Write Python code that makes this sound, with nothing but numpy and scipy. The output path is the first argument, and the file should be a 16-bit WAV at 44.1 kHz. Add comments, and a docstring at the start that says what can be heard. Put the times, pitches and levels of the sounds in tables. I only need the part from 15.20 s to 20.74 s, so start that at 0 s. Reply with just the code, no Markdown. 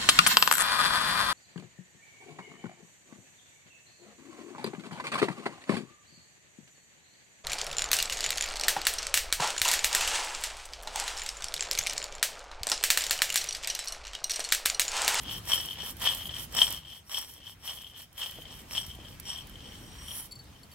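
"""Seeds and nuts are tossed in a small steel pan, then tipped into a stone bowl on the ground, beside a wood fire.
Random patters of impacts ring the pan's modes, thud on its floor and hiss seed on seed as the load lands and slides;
larger nuts ping out singly. In the pour the rim sings, the load swishes over the lip and seeds ping on stone.
Behind it, shaped noise makes the fire's low flutter, puffs and soft rush, and short noise spits make dry ticks."""
import sys
import numpy as np
from scipy import signal
from scipy.fft import rfft, irfft, next_fast_len
from scipy.io import wavfile
from scipy.ndimage import uniform_filter1d, map_coordinates

SR = 44100
rng = np.random.default_rng(int(sys.argv[2]) if len(sys.argv) > 2 else 0)


def persist_wave(psi):
    """Save psi, clipped to +-1, as 16-bit WAV."""
    counts = np.round(np.clip(psi, -1, 1) * 32767).astype(np.int16)
    wavfile.write(sys.argv[1], SR, np.atleast_2d(counts).T)


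def boost_factor(decibels):
    """Convert a level in decibels to a linear amplitude factor."""
    exponent = np.asarray(decibels, float) / 20
    return 10 ** exponent


N = 244314

# Level of the fire background over time, dropping quieter near 1.6 s and louder again near 3.1 s.
# Each row: time in seconds, level in dB.
FIRE_LEVEL = [(0.0, -48), (0.45, -51.5), (0.69, -51.5), (1.4, -50.5), (1.56, -51), (1.64, -58.5),
              (1.84, -60.5), (2.3, -59.5), (3.02, -61.5), (3.16, -53.5), (4.78, -51), (5.0, -55.5),
              (5.31, -55), (5.54, -57)]
# Colour of the low flame flutter. Each row: frequency in Hz, relative density in dB per Hz.
FLUTTER_COLOUR = [(12, -41), (20, -12), (43, 0.5), (65, 4.5), (173, -2.5), (206, -11.5), (500, -20.5),
                  (650, -62), (1100, -120)]
# Colour of the fire's broad rush. Each row: frequency in Hz, relative density in dB per Hz.
RUSH_COLOUR = [(120, -35), (200, -3), (315, -7), (392, -11.5), (446, -12), (544, -12), (1710, -16),
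               (2090, -15), (15500, -28)]
# Stereo width of the fire noise. Each row: frequency in Hz, left-right likeness from 0 to 1.
FIRE_LIKENESS = [(60, 0.96), (300, 0.75), (1000, 0.27), (3000, 0.21), (8000, 0.058)]
# Gas puffs in the fire. Each row: time in seconds, peak level in dB.
GAS_PUFFS = [(0.632, -41.5), (1.499, -49.5), (3.186, -43.5), (3.787, -49)]
# Dry ticks of stray seeds and embers. Each row: time in seconds, peak level in dB, left over right in dB,
# lower part of the tick in dB against its treble setting.
DRY_TICKS = [(0.033, -29, -6, -2), (0.2537, -29, 3, -1), (0.2907, -29, -2, 3), (0.4095, -31, 18, -5),
             (0.458, -20.5, 2, -11), (0.7677, -30, -7, -10), (0.7981, -30, -8, 7), (0.818, -22, -10.5, 9),
             (0.948, -15.5, -4, -10), (1.076, -32, -5.5, 1), (1.3244, -31, -6, 0), (1.349, -22, -14, 14),
             (1.505, -18.5, -7, -3), (1.5244, -19, -7, -7), (1.8958, -37, -6, 25), (1.986, -17.5, 3, -10),
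             (2.0143, -26, -9, -12), (2.138, -31.5, 4, -21), (2.45, -35, 0, 2), (2.5696, -35.5, 1, -7),
             (2.618, -31.5, 0, -2), (2.9284, -40, -8, -11), (2.9786, -29, 0, 16), (3.11, -26, -7, -10),
             (3.51, -31, -6, 18), (3.6646, -28, -8, -13), (3.695, -36, -3, -12), (3.7524, -37, -1, -6),
             (3.999, -24.5, -5, 6), (4.1774, -34, -8, 11), (4.2704, -34, -4.5, -14), (4.2956, -35, -3, -6),
             (5.003, -36, 0, -3), (5.0659, -35, -1.5, -13), (5.24, -44, 0, -10), (5.395, -46, 0, -15)]
# Seeds dropping on the stone. Each row: time in seconds, peak level in dB.
STONE_DROPS = [(5.1106, -44), (5.12, -38), (5.1544, -44), (5.1901, -47), (5.24, -58), (5.4316, -48),
               (5.5154, -49)]
# Single larger nuts striking the steel. Each row: time in seconds, peak level in dB.
NUT_HITS = [(0.054, -38), (0.095, -22), (0.1112, -23), (0.262, -39), (0.3185, -13), (0.4038, -22),
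            (0.4868, -23.5), (0.5088, -22), (0.5305, -30), (0.602, -23), (0.8095, -44), (0.822, -23),
            (0.863, -18.5), (0.8733, -8), (0.995, -33), (1.0552, -24.5), (1.0932, -22.5), (1.14, -24.5),
            (1.3413, -28), (1.3662, -31), (1.3887, -11.5), (1.417, -2), (1.468, -19), (1.512, -27),
            (1.5354, -26), (1.651, -37), (1.72, -35), (1.9159, -31), (1.9447, -24), (1.957, -23),
            (1.974, -21), (2.277, -30), (2.488, -26), (2.645, -33), (2.667, -34), (2.745, -38.5),
            (2.762, -36), (2.4769, -23), (2.98, -29), (3.0075, -27), (3.017, -24), (3.032, -22.5),
            (3.22, -35.5), (3.254, -32), (3.551, -22), (3.5793, -13), (3.63, -30), (4.0734, -42),
            (4.1022, -25.5), (4.16, -28), (4.172, -32), (4.184, -32), (4.208, -39), (4.356, -37),
            (4.456, -37), (4.522, -38), (4.883, -30), (4.908, -29), (4.914, -29)]
# Modes of the pan's bowl. 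Each row: frequency in Hz, width in Hz, level in dB, left over right in dB,
# phase lead of the left in radians.
BOWL_MODES = [(2887, 77, -12.5, -11, 1.1), (3036, 25, -5.5, -9, 1), (3105.4, 66, 1.5, 2, 0.2),
              (3164.5, 35.5, -2, 11.5, -0.1), (3340, 28, -0.5, 6.5, -1.8), (3770, 47, -43, 5, 16),
              (4070, 65, -23, -14, -0.5), (4400, 55, -17.5, 7, -1.5), (4710, 60, -22, 8, -0.1)]
# Modes of the pan's rim. Each row: frequency in Hz, width in Hz, level in dB, left over right in dB,
# phase lead of the left in radians.
RIM_MODES = [(5150, 89, -9, 7.5, -2.5), (5518, 38, 0, 6.5, -3), (5588, 45, 3, 2, -2),
             (7150, 140, -12.5, 3, 3.5), (7950, 110, -16.5, -11, 5.5), (8276, 25, -1, -13, 4),
             (8384, 67, -11.5, 5, -1), (10000, 16, -14, -13, 5), (11400, 120, -14.5, 4, 1.5)]
# Modes of the pan's flat floor. Each row: frequency in Hz, width in Hz, level in dB, left over right in dB,
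# phase lead of the left in radians.
FLOOR_MODES = [(1070, 430, -1, 0, -0.15), (1772, 127, 1, -9, -0.33), (1925, 31, 4, -5.5, -.3)]
# Modes of the stone bowl. Each row: frequency in Hz, width in Hz, level in dB, left over right in dB,
# phase lead of the left in radians.
STONE_MODES = [(4470, 34, 2.5, 3.5, 0), (7430, 85, -11, 0.4, 0), (11020, 82, -13.5, 0.61, 0)]
# Colour of a dull thud. Each row: frequency in Hz, relative gain in dB.
THUD_COLOUR = [(250, -31.5), (500, -5.5), (1000, -1), (1600, -9), (2400, -3), (4000, -5), (7000, -16),
               (16000, -34)]
# Colour of seed on seed. Each row: frequency in Hz, relative gain in dB.
HISS_COLOUR = [(1500, -24), (4000, -6.5), (7000, -5), (9000, -1.5), (10500, 1), (12000, 4), (14000, 1),
               (15700, -0.5)]
# Colour of the load going over the lip. Each row: frequency in Hz, relative gain in dB.
SWISH_COLOUR = [(7000, -21), (9200, -13), (10200, 2), (11500, -12), (13000, -8.5), (16000, -20)]
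# Rim singing as the load creeps to the lip. Each row: start in seconds, loudest moment in seconds,
# stop in seconds, level in dB.
RIM_SINGING = [(4.37, 4.45, 4.63, -64), (4.68, 4.9, 5.0, -52.5)]
# The load falls back in. Each row: heaviest moment in seconds, crash in dB, settling in dB,
# seed hiss in dB, extra on the rim in dB.
LOAD_LANDINGS = [(-.2, -40, -54, -42, 0), (0.332, -25.5, -38, -42.5, -0.5), (0.865, -22, -40, -41, -5.5),
                 (1.405, -23, -38.5, -41, 2), (1.957, -32, -54.5, -48, 5), (2.492, -37, -47.5, -52.5, -1),
                 (3.026, -32, -47.5, -51, -5), (3.565, -33, -47.5, -52.5, 3.5),
                 (4.11, -43.5, -41.5, -59.5, 1.5)]
# The load slides in the pan: tossing pushes, then the slow tilt, the tip, a faint rattle and a last hiss.
# Each row: start in seconds, busiest moment in seconds, end in seconds, scrape in dB, seed swish in dB.
LOAD_SLIDES = [(0.039, 0.104, 0.18, -36, -49.5), (0.558, 0.617, 0.71, -38.5, -44.5),
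               (1.088, 1.134, 1.24, -40, -47), (1.59, 1.712, 1.793, -47.5, -61.5),
               (2.2, 2.27, 2.332, -46, -59.0), (2.72, 2.786, 2.84, -47.5, -54),
               (3.243, 3.283, 3.42, -49, -56.0), (3.76, 3.865, 3.948, -50.5, -63.0),
               (4.228, 4.413, 4.67, -50.5, -66.5), (4.684, 4.907, 5.055, -51.5, -46.0),
               (5.244, 5.355, 5.48, -63.5, -77), (5.476, 5.52, 5.594, -65, -53)]

# How each layer answers a landing: dB added to the crash, dB added to the settling,
# share from 0 to 1 that follows the hiss, fade of the settling in dB per second.
BOWL_LANDS = (-0.6, 0.54, 0.24, 24)
RIM_LANDS = (-16, -4, 0.43, 83.5)
THUD_LANDS = (-15.5, -0.2, 0.67, 79)
HISS_LANDS = (-24.5, -0.2, 0.86, 46)
# How each layer answers a slide: dB added, share from 0 to 1 that follows the swish,
# swell from the start in dB, fade to the end in dB.
BOWL_SLIDES = (0.71, 0.088, 11.5, 9.7)
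RIM_SLIDES = (-14.5, 0.2, 19, 5)
THUD_SLIDES = (-7, 0.54, 8, 6.5)
HISS_SLIDES = (0, 0.83, 31, 3)

CRASH_RISE_DB_PER_S, CRASH_FALL_DB_PER_S = 497, 263.5
START_DB_PER_S, STOP_DB_PER_S = 421, 600  # edges of settling and slides; singing shares the stop
DOWN_S = 0.036  # seeds are down this long before the crash
SWISH_LEAD_S, STILL_S = 0.043, 0.013  # swish tops before a slide ends; stillness before the next slide
# the pour: the swish grows until the load has gone over
OVER_S, SING_SWELL_DB, SING_START_DB_PER_S = 5.0, 7.5, 300
SWISH_FULL_S, SWISH_DB, SWISH_SWELL_DB = 4.935, -43.5, 3
SWISH_RISE_DB_PER_S, SWISH_FALL_DB_PER_S = 160, 330
RUSH_DB = -7.5  # against the flutter
LAG_S = 0.00008  # pan sound reaches the left side later
TOP_HZ = 15800


def band_gain(x, lo_hz, hi_hz):
    """Gain that gives the mean of the channels rms 1 within a band."""
    z = rfft(np.mean(x, axis=0))
    hz = np.fft.rfftfreq(N, 1 / SR)
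    in_band = (hz > lo_hz) & (hz < hi_hz)
    return 1 / np.sqrt(2 * np.sum(abs(z[in_band]) ** 2) / N ** 2)


def along(points, hz):
    """Reads a curve of (Hz, value) points on a log frequency axis."""
    f, v = np.transpose(points)
    return np.interp(np.log(hz + 1), np.log(f + 1), v)


def wobble(knots_per_s):
    """A smooth random curve through normally distributed knots."""
    return map_coordinates(rng.standard_normal(N // 200), [np.arange(N) * knots_per_s / SR])


def filtered(x, response):
    """Filters x by a complex response of frequency."""
    m = next_fast_len(N + SR // 4)
    return irfft(rfft(x, m) * response(np.fft.rfftfreq(m, 1 / SR)), m)[..., :N]


def coloured(x, spectrum):
    """Filters x causally: folding the cepstrum gives a minimum-phase filter of the given magnitude."""
    size = 2048
    gain_db = along(spectrum, np.fft.rfftfreq(size, 1 / SR))
    cepstrum = irfft(np.log(boost_factor(gain_db)), size)
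    cepstrum[1:size // 2] *= 2
    cepstrum[size // 2 + 1:] = 0
    impulse = irfft(np.exp(rfft(cepstrum)), size)
    return signal.fftconvolve(x, impulse[None], axes=1)[:, :N]


def patter(per_s, spread_db):
    """Random impacts of overall rms 1; their sizes in dB follow a capped exponential law."""
    when, size = rng.random(N), rng.exponential(1, N)
    hits = (when < per_s / SR) * boost_factor(spread_db * np.minimum(size, 4))
    return hits / np.sqrt(np.mean(hits ** 2))


def blows(s, db):
    """Single impulses at given times and levels."""
    return np.bincount(np.round(s * SR).astype(int), boost_factor(db), N)[:N]


def burst(hits, t60):
    """Every hit becomes a short dying spit of noise, different on each side; t60 in seconds."""
    t = np.arange(SR // 20) / SR
    envelope = signal.fftconvolve(hits, boost_factor(-60 * t / t60)[None], axes=1)[:, :N]
    return envelope * rng.standard_normal((2, N))


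def ring(hits, modes, scatter):
    """Resonant modes, each facing the two sides its own way; each hit finds a new spot and new mode strengths."""
    out = np.zeros((2, N))
    side = np.array([[1], [-1]]) / 2
    for mode_hz, width_hz, db, pan_db, lead in modes:
        def mode(f):
            resonance = 1j * f * width_hz / (mode_hz ** 2 - f * f + 1j * f * width_hz)
            return boost_factor(db + pan_db * side) * np.exp(1j * lead * side) * resonance

        out += filtered(hits * (1 + scatter * rng.standard_normal(N)), mode)
    return out


def apart(hits, alike):
    """The same hits partly different on each side, the left later: the pan is nearer the right."""
    common, own = rng.standard_normal((2, N)) * hits
    side = np.array([[1], [-1]])
    turn = np.arccos(np.clip(alike, -1, 1)) / 2
    pair = np.cos(turn) * common + np.sin(turn) * own * side
    return filtered(pair, lambda hz: np.exp(-1j * np.pi * hz * LAG_S * side))


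def played(hits, db, body, lo_hz, hi_hz):
    """The level acts on the hits, so the body rings on after them; steady hits would give rms 1 in the band."""
    # half a scene of steady hits sets the gain, hence the root of two
    steady = body(np.concatenate([hits[:N // 2], np.zeros(N - N // 2)]))
    gain = band_gain(steady, lo_hz, hi_hz) / np.sqrt(2)
    return gain * body(hits * boost_factor(db))


def shape(start, top, stop, db, swell_db, fade_db, rise_db_per_s, fall_db_per_s):
    """Level in dB of movements: each sets in at start, swells to db at top, fades to stop and dies; powers add."""
    t = np.arange(0, N + 64, 64) / SR
    start, top, stop, db, fade_db = (np.reshape(v, (-1, 1)) for v in (start, top, stop, db, fade_db))
    before = np.clip((top - t) / np.maximum(top - start, 1 / SR), 0, 1)
    after = np.clip((t - top) / np.maximum(stop - top, 1 / SR), 0, 1)
    edges = rise_db_per_s * np.maximum(start - t, 0) + fall_db_per_s * np.maximum(t - stop, 0)
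    level = db - swell_db * before - fade_db * after - edges
    total_db = 10 * np.log10(np.sum(boost_factor(level) ** 2, axis=0) + 1e-14)
    return np.interp(np.arange(N) / SR, t, total_db)


def patchy_noise(spectrum, patchy_db):
    """Stereo noise in patches of random gain over time and frequency, its sides less alike towards the treble."""
    z = signal.stft(rng.standard_normal((2, N)), nperseg=512)[2]
    field = uniform_filter1d(rng.standard_normal(z.shape[1:]), size=6, axis=0)
    field = uniform_filter1d(field, size=10, axis=1)
    pair = signal.istft(z * boost_factor(patchy_db * field / field.std()), nperseg=512)[1][:, :N]

    def mid_side(hz):
        turn = np.arccos(np.clip(along(FIRE_LIKENESS, hz), -1, 1)) / 2
        return boost_factor(along(spectrum, hz)) * [np.cos(turn), np.sin(turn)]

    mid, side = filtered(pair, mid_side)
    return np.array([mid + side, mid - side])


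def gas_puffs():
    """Short noise spits through one broad low resonance, dulled by two one-pole lowpasses."""
    s, db = np.transpose(GAS_PUFFS)
    spits = burst(blows(s, db + 21.5)[None], 0.046)[0]
    puffs = ring(spits, [(340, 750, 0, 0, 0)], scatter=0)
    return filtered(puffs, lambda hz: 1 / (1 + 1j * hz / 600) ** 2)


def fire():
    """Low flutter of the flames, a few gas puffs, and a soft broad rush."""
    s, db = np.transpose(FIRE_LEVEL)
    level_db = np.interp(np.arange(N) / SR, s, db)
    flutter = patchy_noise(FLUTTER_COLOUR, patchy_db=-0.5)
    flutter *= band_gain(flutter, 30, 156) * boost_factor(level_db + 0.57 * wobble(7.1))
    rush = patchy_noise(RUSH_COLOUR, patchy_db=2.1)
    rush *= band_gain(rush, 310, 1800) * boost_factor(level_db + RUSH_DB)
    return flutter + gas_puffs() + rush


def ticks():
    """Dry clicks of stray seeds and embers: a treble spit of noise and a shorter, lower one."""
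    s, db, pan_db, low_db = np.transpose(DRY_TICKS)

    def pair(level):
        return np.array([blows(s, level + pan_db / 2), blows(s, level - pan_db / 2)])

    treble = coloured(burst(pair(db - 9), 0.027), HISS_COLOUR)
    lower = coloured(burst(pair(db + low_db - 14), 0.012), THUD_COLOUR)
    return treble + lower


def stone():
    """Seeds ping the thick bowl, each a short rattle of rebounds with a dry tick."""
    s, db = np.transpose(STONE_DROPS)
    rattle = burst(blows(s, db + 20.5)[None], 0.05)[0]
    tick = burst(blows(s, db - 3.0) * np.ones((2, 1)), 0.013)
    return ring(rattle, STONE_MODES, scatter=1.0) + coloured(tick, HISS_COLOUR)


def pour():
    """The load slips over the lip in a dense swish with a bright peak, and the tilted rim sings."""
    swish_db = shape(SWISH_FULL_S, OVER_S, OVER_S, SWISH_DB, SWISH_SWELL_DB, 0,
                     SWISH_RISE_DB_PER_S, SWISH_FALL_DB_PER_S)
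    sing_db = shape(*np.transpose(RIM_SINGING), SING_SWELL_DB, 1.5, SING_START_DB_PER_S, STOP_DB_PER_S)
    seeds = patter(10000, spread_db=4.0)
    tilted_rim = [(5660, 39, 0.5, 2.9, -0.2), (8260, 88, -6.5, 4, -0.83)]  # columns as in the rim modes
    swish = played(seeds, swish_db, lambda h: coloured(apart(h, 0.3), SWISH_COLOUR), 9430, 11500)
    singing = played(seeds, sing_db, lambda h: ring(h, tilted_rim, scatter=2.1), 5400, 6000)
    return swish + singing


def nuts():
    """Larger nuts ping singly with a thud; the soft shell makes the ring build over a millisecond."""
    s, db = np.transpose(NUT_HITS)

    def build(f):
        return (1j * f * 1300 / (3200 ** 2 - f * f + 1j * f * 1300)) ** 2

    ping = filtered(ring(blows(s, db + 31.0), BOWL_MODES, scatter=0.1), build)
    thud = coloured(blows(s, db + 8) * np.ones((2, 1)), THUD_COLOUR)
    return ping + thud


def stirred(lands, slides, on_rim=False):
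    """Level of one layer through all landings and slides; a landing settles until the next slide."""
    crash_db, settle_db, hiss_share, settle_fade = lands
    slide_db, swish_share, swell_db, fade_db = slides
    peak, crash, settle, hiss, rim_db = np.transpose(LOAD_LANDINGS)
    start, busy, end, scrape, swish = np.transpose(LOAD_SLIDES)
    extra_db = on_rim * rim_db
    down = peak - DOWN_S
    rest = start[np.searchsorted(start, peak)] - STILL_S
    top = busy + swish_share * (end - SWISH_LEAD_S - busy)
    settling = settle + hiss_share * (hiss - settle) + settle_db + extra_db
    sliding = scrape + swish_share * (swish - scrape) + slide_db
    parts = [shape(peak, peak, peak, crash + crash_db + extra_db, 0, 0, CRASH_RISE_DB_PER_S, CRASH_FALL_DB_PER_S),
             shape(down, down, rest, settling, 0, settle_fade * (rest - down), START_DB_PER_S, STOP_DB_PER_S),
             shape(start, top, end, sliding, swell_db, fade_db, START_DB_PER_S, STOP_DB_PER_S)]
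    return 10 * np.log10(np.sum(boost_factor(parts) ** 2, axis=0))


def load():
    """The tumbling load: one patter rings the steel and thuds, a denser one is seed on seed."""
    bowl_db = np.minimum(stirred(BOWL_LANDS, BOWL_SLIDES), -27)  # loudest moments belong to single nuts
    rim_db = stirred(RIM_LANDS, RIM_SLIDES, on_rim=True)
    thud_db = stirred(THUD_LANDS, THUD_SLIDES)
    hiss_db = stirred(HISS_LANDS, HISS_SLIDES)

    def pan_floor(h):
        return coloured(apart(h, 0.9), THUD_COLOUR) + boost_factor(-8.5) * ring(h, FLOOR_MODES, scatter=1.58)

    steel = patter(1500, spread_db=3.0)
    bowl = played(steel, bowl_db, lambda h: ring(h, BOWL_MODES, scatter=1.3), 2500, 4200)
    rim = played(steel, rim_db, lambda h: ring(h, RIM_MODES, scatter=3.2), 5500, 5830)
    thud = played(steel, thud_db, pan_floor, 490, 2360)
    seeds = patter(6000, spread_db=-2.0) * boost_factor(2.45 * wobble(40))
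    hiss = played(seeds, hiss_db, lambda h: coloured(apart(h, 0.11), HISS_COLOUR), 10170, 16050)
    return bowl + rim + thud + hiss * boost_factor([[-2.2], [2.2]])  # hiss leans right


def scene():
    """All sources together, from the background to the pan."""
    return fire() + ticks() + stone() + pour() + nuts() + load()


def low_pass(x):
    """Removes everything above the highest recorded frequency."""
    return signal.sosfilt(signal.butter(12, 16990, fs=SR, output="sos"), x)


def record(dry):
    """Cuts everything from the band limit up and returns the finished mix."""
    mix = filtered(dry, lambda hz: hz < TOP_HZ)
    return low_pass(mix)


dry = scene()
out = record(dry)
persist_wave(out)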